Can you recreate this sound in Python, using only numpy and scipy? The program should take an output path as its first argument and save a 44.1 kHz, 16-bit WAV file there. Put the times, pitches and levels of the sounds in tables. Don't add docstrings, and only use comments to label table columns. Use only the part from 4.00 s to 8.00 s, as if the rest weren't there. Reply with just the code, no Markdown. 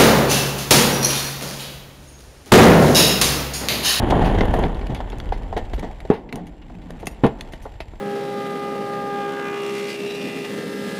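import sys
import numpy as np
from scipy import signal
from scipy.fft import rfft, irfft
from scipy.io import wavfile
from scipy.ndimage import uniform_filter1d, minimum_filter1d

SR = 44100
rng = np.random.default_rng(int(sys.argv[2]) if len(sys.argv) > 2 else 0)


def file_out(sig):
    cols = np.atleast_2d(sig).T
    lim = np.clip(cols, -1, 1)
    pcm = np.round(lim * 32767).astype(np.int16)
    wavfile.write(sys.argv[1], SR, pcm)


N = 4 * SR

# time in seconds, level in dB.
RUMBLE_LEVEL = [(0, -25.5), (.2, -20), (.45, -18.5), (.7, -23.5), (1.1, -29.5), (1.35, -28), (1.7, -29.5),
                (2.0, -35.5), (2.4, -34.5), (2.9, -37), (3.5, -38), (4, -38)]
ROAR_LEVEL = [(0, -19.5), (.2, -15.5), (.33, -18.5), (.5, -21), (.62, -21), (.75, -30.5), (1.05, -34),
              (1.45, -37), (2.0, -43), (2.6, -44.5), (2.9, -39.5), (3.4, -45), (4, -50.5)]
WHIRR_LEVEL = [(0, -76), (2.2, -52), (2.36, -27), (2.62, -40.5), (2.78, -35.5), (2.95, -40.5), (3.2, -54.5),
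               (3.3, -77)]
PATTER_LEVEL = [(0, -53), (.6, -49.5), (1.1, -57), (1.9, -55.5), (2.6, -58), (3.0, -54), (4, -60)]

# frequency in Hz, relative level in dB.
AIR_SPECTRUM = [(100, 8.5), (900, 13.5), (1300, -11), (2000, -6), (3500, -5.5), (6000, -24),
                (8200, -42), (9600, -24), (11000, -20), (15000, -27)]
RUMBLE_SPECTRUM = [(12, -27.5), (25, -2.5), (42, -2.5), (60, -9), (100, -17.5), (200, -36.5), (500, -91.5)]
ROAR_SPECTRUM = [(25, -20.5), (85, 2), (190, -1.5), (320, -4), (600, -9), (830, -8), (1280, -23),
                 (1780, -21), (2400, -32.5), (3100, -27), (5500, -57), (7000, -48), (8100, -66),
                 (9500, -47.5), (11000, -58.5), (12500, -59), (15000, -65)]
STALK_SPECTRUM = [(300, -34), (1200, -3.5), (1900, 6), (2500, 2), (3300, -2), (5500, -11), (8000, -16),
                  (9600, -19.5), (12500, -24), (15000, -33)]
CRACK_SPECTRUM = [(300, -50), (1100, -2.5), (2000, 4.5), (3400, -2.5), (4800, -7), (8000, -34),
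                  (15000, -45)]
SNAP_SPECTRUM = [(1500, 6), (4500, -1.5), (6700, 5), (8000, -6.5), (9400, 7), (10600, -3.5), (12000, 1),
                 (13500, -11), (15000, -11)]
SOIL_SPECTRUM = [(30, -22.5), (100, 6), (450, -1.5), (650, 1.5), (870, 1), (1280, -13), (1800, -12.5),
                 (3000, -43.5), (6000, -57), (15000, -64)]
GRIT_SPECTRUM = [(300, -31), (1200, -6.5), (1800, 12.5), (2400, -2), (3300, 0.5), (5500, -15), (8000, -17),
                 (10000, -34), (15000, -29)]
CRUMPLE_SPECTRUM = [(30, -20), (90, -1.5), (160, -11), (250, -8.5), (340, -1), (435, 4.5), (600, -6.5),
                    (820, -2), (1300, -19.5), (1750, -17.5), (3200, -27.5), (6000, -51.5), (10000, -54),
                    (15000, -61)]
TREE_ECHO_SPECTRUM = [(40, -14.5), (180, -1), (500, -1), (900, 4), (1500, -2.5), (4000, -4), (15000, -63)]

# centre in Hz, width as a share of the centre, relative level in dB.
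WHIRR_BANDS = [(173, 0.24, -3.5), (239, 0.18, -5.5), (300.3, 0.078, -8)]
# frequency in Hz, relative level in dB, seconds to fall by 60 dB.
STEEL_MODES = [(2100, -3, .1), (2420, -11, 0.073), (3140, -9, .08), (4600, -7, 0.16), (5700, 0, .07),
               (6270, -23, 0.12), (6780, -6, 0.12), (9240, -11, .1), (10200, -18, .14), (9170, 0, 0.12),
               (11800, 1, 0.077), (11700, -13, .08)]
# start in seconds, level in dB.
CLINKS = [(0.253, -47), (0.538, -43), (1.739, -52), (3.068, -40), (3.109, -46), (3.625, -56)]
# start in seconds, crack level in dB, snap level in dB, decay in seconds.
SPLINTERS = [(.090, -41, -44, .002), (.103, -25.5, -33, 0.0046), (0.246, -32, -45, 0.041),
             (.408, -18.5, -56, 0.004), (.455, -29, -36, 0.0021), (0.539, -31, -37.5, 0.0046),
             (0.566, -66, -52, 0.013), (0.59, -40, -37.5, 0.0032), (0.638, -21, -64, 0.0017),
             (.652, -35, -49, .003), (0.746, -42, -53, 0.0063), (0.813, -41, -68, 0.013),
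             (.870, -31.5, -43, .002), (0.947, -30.5, -37.5, 0.0033), (0.951, -37, -53, 0.022),
             (1.101, -35.5, -39, 0.0018), (1.120, -38, -65, 0.01), (1.184, -47, -39.5, 0.0018),
             (1.201, -23, -42, .001), (1.290, -39, -53, 0.0021), (1.325, -36.5, -57, 0.021),
             (1.382, -51, -49, 0.0015), (1.433, -37.5, -50, 0.0011), (1.576, -33, -41, 0.0043),
             (1.738, -39, -49, 0.0093), (1.794, -34.5, -40, 0.0041), (2.003, -36, -48, 0.0041),
             (2.137, -31, -49, 0.027), (2.290, -32.5, -60, 0.0073), (2.326, -16.5, -28.5, 0.0027),
             (2.357, -31.5, -25, 0.0022), (2.468, -39.5, -44, 0.0089), (2.620, -42.5, -73, 0.0099),
             (2.817, -49, -64, 0.014), (2.906, -30, -37, 0.0016), (2.999, -47, -51, 0.018),
             (3.057, -45, -38.5, 0.0041), (3.069, -22.5, -23.5, 0.0047), (3.264, -31, -41, 0.0044),
             (3.409, -23.5, -32, 0.0019), (3.522, -45, -50, 0.016), (3.624, -67, -50.5, 0.02),
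             (3.803, -31.5, -49, .011)]
# start in seconds, level in dB, pitch in Hz, decay in seconds.
BOOMS = [(1.284, -12, 33.3, 0.023), (1.7364, -7, 49.5, 0.022), (3.239, -6.5, 137, 0.016)]
# start in seconds, level in dB, pitch in Hz, decay in seconds,
# grit level in dB relative to the knock.
THUDS = [(0.107, -12, 490, 0.0057, -9.5), (.121, -11, 756, 0.013, -35), (.176, -10.5, 238, 0.0028, -24),
         (0.212, -16, 140, 0.043, -19.5), (.347, -25.5, 540, 0.0092, -6),
         (0.385, -14.5, 460, 0.0085, -11.5), (0.408, -10, 396, 0.0085, -15.5),
         (.538, -11, 470, 0.0081, -18), (0.585, -15.5, 294, 0.018, -28), (.632, -17, 400, 0.018, -17),
         (0.894, -18.5, 124.4, 0.033, -25), (1.003, -21, 860, 0.0066, -12.5),
         (1.129, -28.5, 446, 0.008, -19), (1.322, -13, 755, 0.0039, -20.5),
         (1.526, -19.5, 606, 0.0065, -21), (1.564, -18, 417, 0.021, -12.5), (1.734, -21, 313, 0.0045, -11),
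         (1.777, -26.5, 180, 0.027, -17), (1.825, -24, 323, 0.027, -15), (1.906, -35, 860, 0.0078, -33),
         (2.051, -24.5, 383, 0.004, -17.5), (2.322, -19.5, 243, 0.056, -24), (2.352, -28, 555, 0.046, -14),
         (2.697, -32, 710, 0.0049, -36), (2.750, -38, 200, 0.012, -33), (2.904, -21.5, 330, 0.0027, -27),
         (3.028, -25, 324, .009, -21), (3.071, -20, 324, 0.0045, -21), (3.535, -25, 507, 0.0027, -5),
         (3.654, -25.5, 630, 0.0085, -34), (3.804, -22, 457, 0.003, -20), (3.935, -31.5, 467, 0.0037, -45)]
# start in seconds, slap level in dB, slap pitch in Hz,
# flapping decay in seconds, crumple level in dB, crumple decay in seconds.
PANELS = [(2.1015, 10.5, 369, 0.0014, -6.5, 0.029), (3.2359, -3, 344, .022, -10, 0.02)]


def undb(db):
    return 10 ** (np.asarray(db) / 20)


def unit(x):
    return x / np.sqrt(np.mean(x ** 2))


def envelope(rows):
    return undb(np.interp(np.arange(N) / SR, *np.array(rows).T))


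def colour(x, spectrum, size=4096):
    hz, db = np.array(spectrum, float).T
    bins_hz = np.maximum(np.fft.rfftfreq(size, 1 / SR), 1)
    gain = undb(np.interp(np.log(bins_hz), np.log(hz), db))
    cepstrum = irfft(np.log(gain))
    cepstrum[1:size // 2] *= 2
    cepstrum[size // 2 + 1:] = 0
    response = irfft(np.exp(rfft(cepstrum)))
    return signal.fftconvolve(x, response / np.linalg.norm(response))[:len(x)]


def resonate(x, hz, width):
    return signal.lfilter(*signal.iirpeak(hz, 1 / width, fs=SR), x)


def add(out, start_s, x):
    i = int(start_s * SR)
    out[i:i + len(x)] += x[:N - i]


def grains(per_s, spread_db):
    clicks = (rng.random(N) < per_s / SR) * rng.choice([-1, 1], N)
    return clicks * undb(spread_db * np.minimum(rng.exponential(size=N), 2 * np.e))


def crush(noise, decay_s, attack_share=0.08):
    t = np.arange(len(noise)) / SR
    attack = 1 - np.exp(-t / (attack_share * decay_s))
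    return noise * np.abs(noise) ** .5 * np.exp(-t / decay_s) * attack


def at_level(x, db, decay_s):
    return x / np.linalg.norm(x) * undb(db) * np.sqrt(decay_s * SR / 2)


def air():
    return undb(-55.5) * colour(rng.standard_normal(N), AIR_SPECTRUM)


def insect(pitch_hz=7460, sweep_hz=354, strokes_per_s=61):
    def wander():
        return unit(uniform_filter1d(rng.standard_normal(N), SR // 60))
    stroke = np.cumsum(strokes_per_s * (1 + 0.12 * wander())) / SR % 1
    hz = pitch_hz + sweep_hz * (stroke - .5) + 90 * wander()
    amplitude = np.sin(np.pi * stroke) * undb(wander())
    return undb(-73) * unit(amplitude * np.sin(2 * np.pi * np.cumsum(hz) / SR))


def blast():
    rumble = unit(colour(rng.standard_normal(N), RUMBLE_SPECTRUM, size=16384))
    rumble /= np.sqrt(uniform_filter1d(rumble ** 2, SR // 10))
    impacts = unit(grains(per_s=900, spread_db=2.5))
    roar = unit(colour(impacts + undb(-4.5) * rng.standard_normal(N), ROAR_SPECTRUM))
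    return rumble * envelope(RUMBLE_LEVEL) + roar * envelope(ROAR_LEVEL)


def whirr():
    eddies = rng.standard_normal(N)
    bands = sum(undb(db) * unit(resonate(resonate(eddies, hz, width), hz, width))
                for hz, width, db in WHIRR_BANDS)
    return unit(bands) * envelope(WHIRR_LEVEL)


def patter(decay_s=0.0018):
    decay = np.exp(-np.arange(SR // 20) / SR / decay_s)
    energy = signal.fftconvolve(grains(per_s=470, spread_db=3.5) ** 2, decay)[:N]
    rustle = np.sqrt(np.abs(energy)) * rng.standard_normal(N)
    return unit(colour(rustle, STALK_SPECTRUM)) * envelope(PATTER_LEVEL)


def clinks(contact_s=0.0054):
    out, t = np.zeros(N), np.arange(SR // 3) / SR
    ring = sum(undb(db) * np.sin(2 * np.pi * hz * t) * np.exp(-np.log(1000) * t / t60)
               for hz, db, t60 in STEEL_MODES)
    for start_s, db in CLINKS:
        scrape = crush(rng.standard_normal(SR // 8), contact_s)
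        add(out, start_s, at_level(signal.fftconvolve(scrape, ring), db, contact_s))
    return out


def fracture(noise, decay_s, click_size=0.48):
    crunch = crush(noise, decay_s)
    return crunch / np.linalg.norm(crunch) + click_size * signal.unit_impulse(len(noise), SR // 1000)


def splinters(ring_hz=2620):
    out = np.zeros(N)
    for start_s, crack_db, snap_db, decay_s in SPLINTERS:
        crack_noise, snap_noise = rng.standard_normal((2, SR // 6))
        force = fracture(crack_noise, decay_s)
        detune = np.exp(0.358 * np.tanh(crack_noise[-1]))
        ring = undb(3) * resonate(force, ring_hz * detune, width=.07)
        crack = colour(force + ring, CRACK_SPECTRUM)
        snap = colour(fracture(snap_noise, decay_s), SNAP_SPECTRUM)
        add(out, start_s, at_level(crack, crack_db, decay_s))
        add(out, start_s, at_level(snap, snap_db, decay_s))
    return out


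def booms():
    out, t = np.zeros(N), np.arange(SR // 3) / SR
    for start_s, db, hz, decay_s in BOOMS:
        attack = np.minimum(t * hz * 2, 1)
        add(out, start_s, -undb(db) * np.sin(2 * np.pi * hz * t) * np.exp(-t / decay_s) * attack)
    return out


def thuds():
    out = np.zeros(N)
    for start_s, db, hz, decay_s, grit_db in THUDS:
        force, spray = (crush(noise, decay_s) for noise in rng.standard_normal((2, SR // 4)))
        hollow = undb(-7) * resonate(force, hz, width=0.086)
        knock = colour(resonate(force, hz, width=1.22) + hollow, SOIL_SPECTRUM)
        add(out, start_s, at_level(knock, db, decay_s))
        add(out, start_s, at_level(colour(spray, GRIT_SPECTRUM), db + grit_db, decay_s))
    return out


def slap(hz, width_cycles=0.24):
    cycles = np.arange(int(2 * SR / hz)) * hz / SR
    offset = (cycles - .65) / width_cycles
    attack = np.minimum(cycles * 4, 1) ** 2
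    return -offset * np.exp((1 - offset ** 2) / 2) * attack


def panels(flap_gap_s=.0044, flap_scatter=.35):
    out = np.zeros(N)
    for start_s, slap_db, hz, flap_decay_s, crumple_db, crumple_s in PANELS:
        gap_ratios, pitch_ratios = np.exp(flap_scatter * rng.uniform(-1.58, 1.724, size=(2, 9)))
        add(out, start_s, undb(slap_db) * slap(hz))
        for delay_s, ratio in zip(np.cumsum(flap_gap_s * gap_ratios), pitch_ratios):
            rebound = undb(slap_db) * np.exp(-delay_s / flap_decay_s)
            add(out, start_s + delay_s, rebound * slap(hz * ratio))
        crumple = colour(crush(rng.standard_normal(SR // 3), crumple_s), CRUMPLE_SPECTRUM)
        add(out, start_s + 0.000865, at_level(crumple, crumple_db, crumple_s))
    return out


def reflections(x, ground_s=0.015, ground_db=-10.5, trees_s=0.16, trees_db=-26):
    t = np.arange(SR) / SR
    ground = rng.standard_normal(SR) * np.exp(-t / ground_s)
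    trees = colour(rng.standard_normal(SR) * np.exp(-t / trees_s), TREE_ECHO_SPECTRUM)
    ground *= undb(ground_db) / np.linalg.norm(ground)
    trees *= undb(trees_db) / np.linalg.norm(trees)
    return x + signal.fftconvolve(x, ground + trees)[:N]


def scene():
    background = air() + blast() + insect() + whirr()
    wreckage = panels() + booms() + clinks() + thuds() + splinters() + patter()
    return (background + reflections(wreckage))[None]


def record(dry, ceiling_db=2, recover_db_per_s=8.5, cutoff_hz=15300):
    recovery_db = recover_db_per_s * np.arange(N) / SR
    excess_db = np.maximum(20 * np.log10(np.abs(dry[0]) + 1e-9) - ceiling_db, 0)
    duck_db = np.maximum.accumulate(excess_db + recovery_db) - recovery_db
    gain = uniform_filter1d(minimum_filter1d(undb(-duck_db), size=129), size=129)
    lowpass = signal.ellip(8, .2, 80, cutoff_hz, fs=SR, output="sos")
    return signal.sosfilt(lowpass, dry * gain)


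dry = scene()
out = record(dry)
file_out(out)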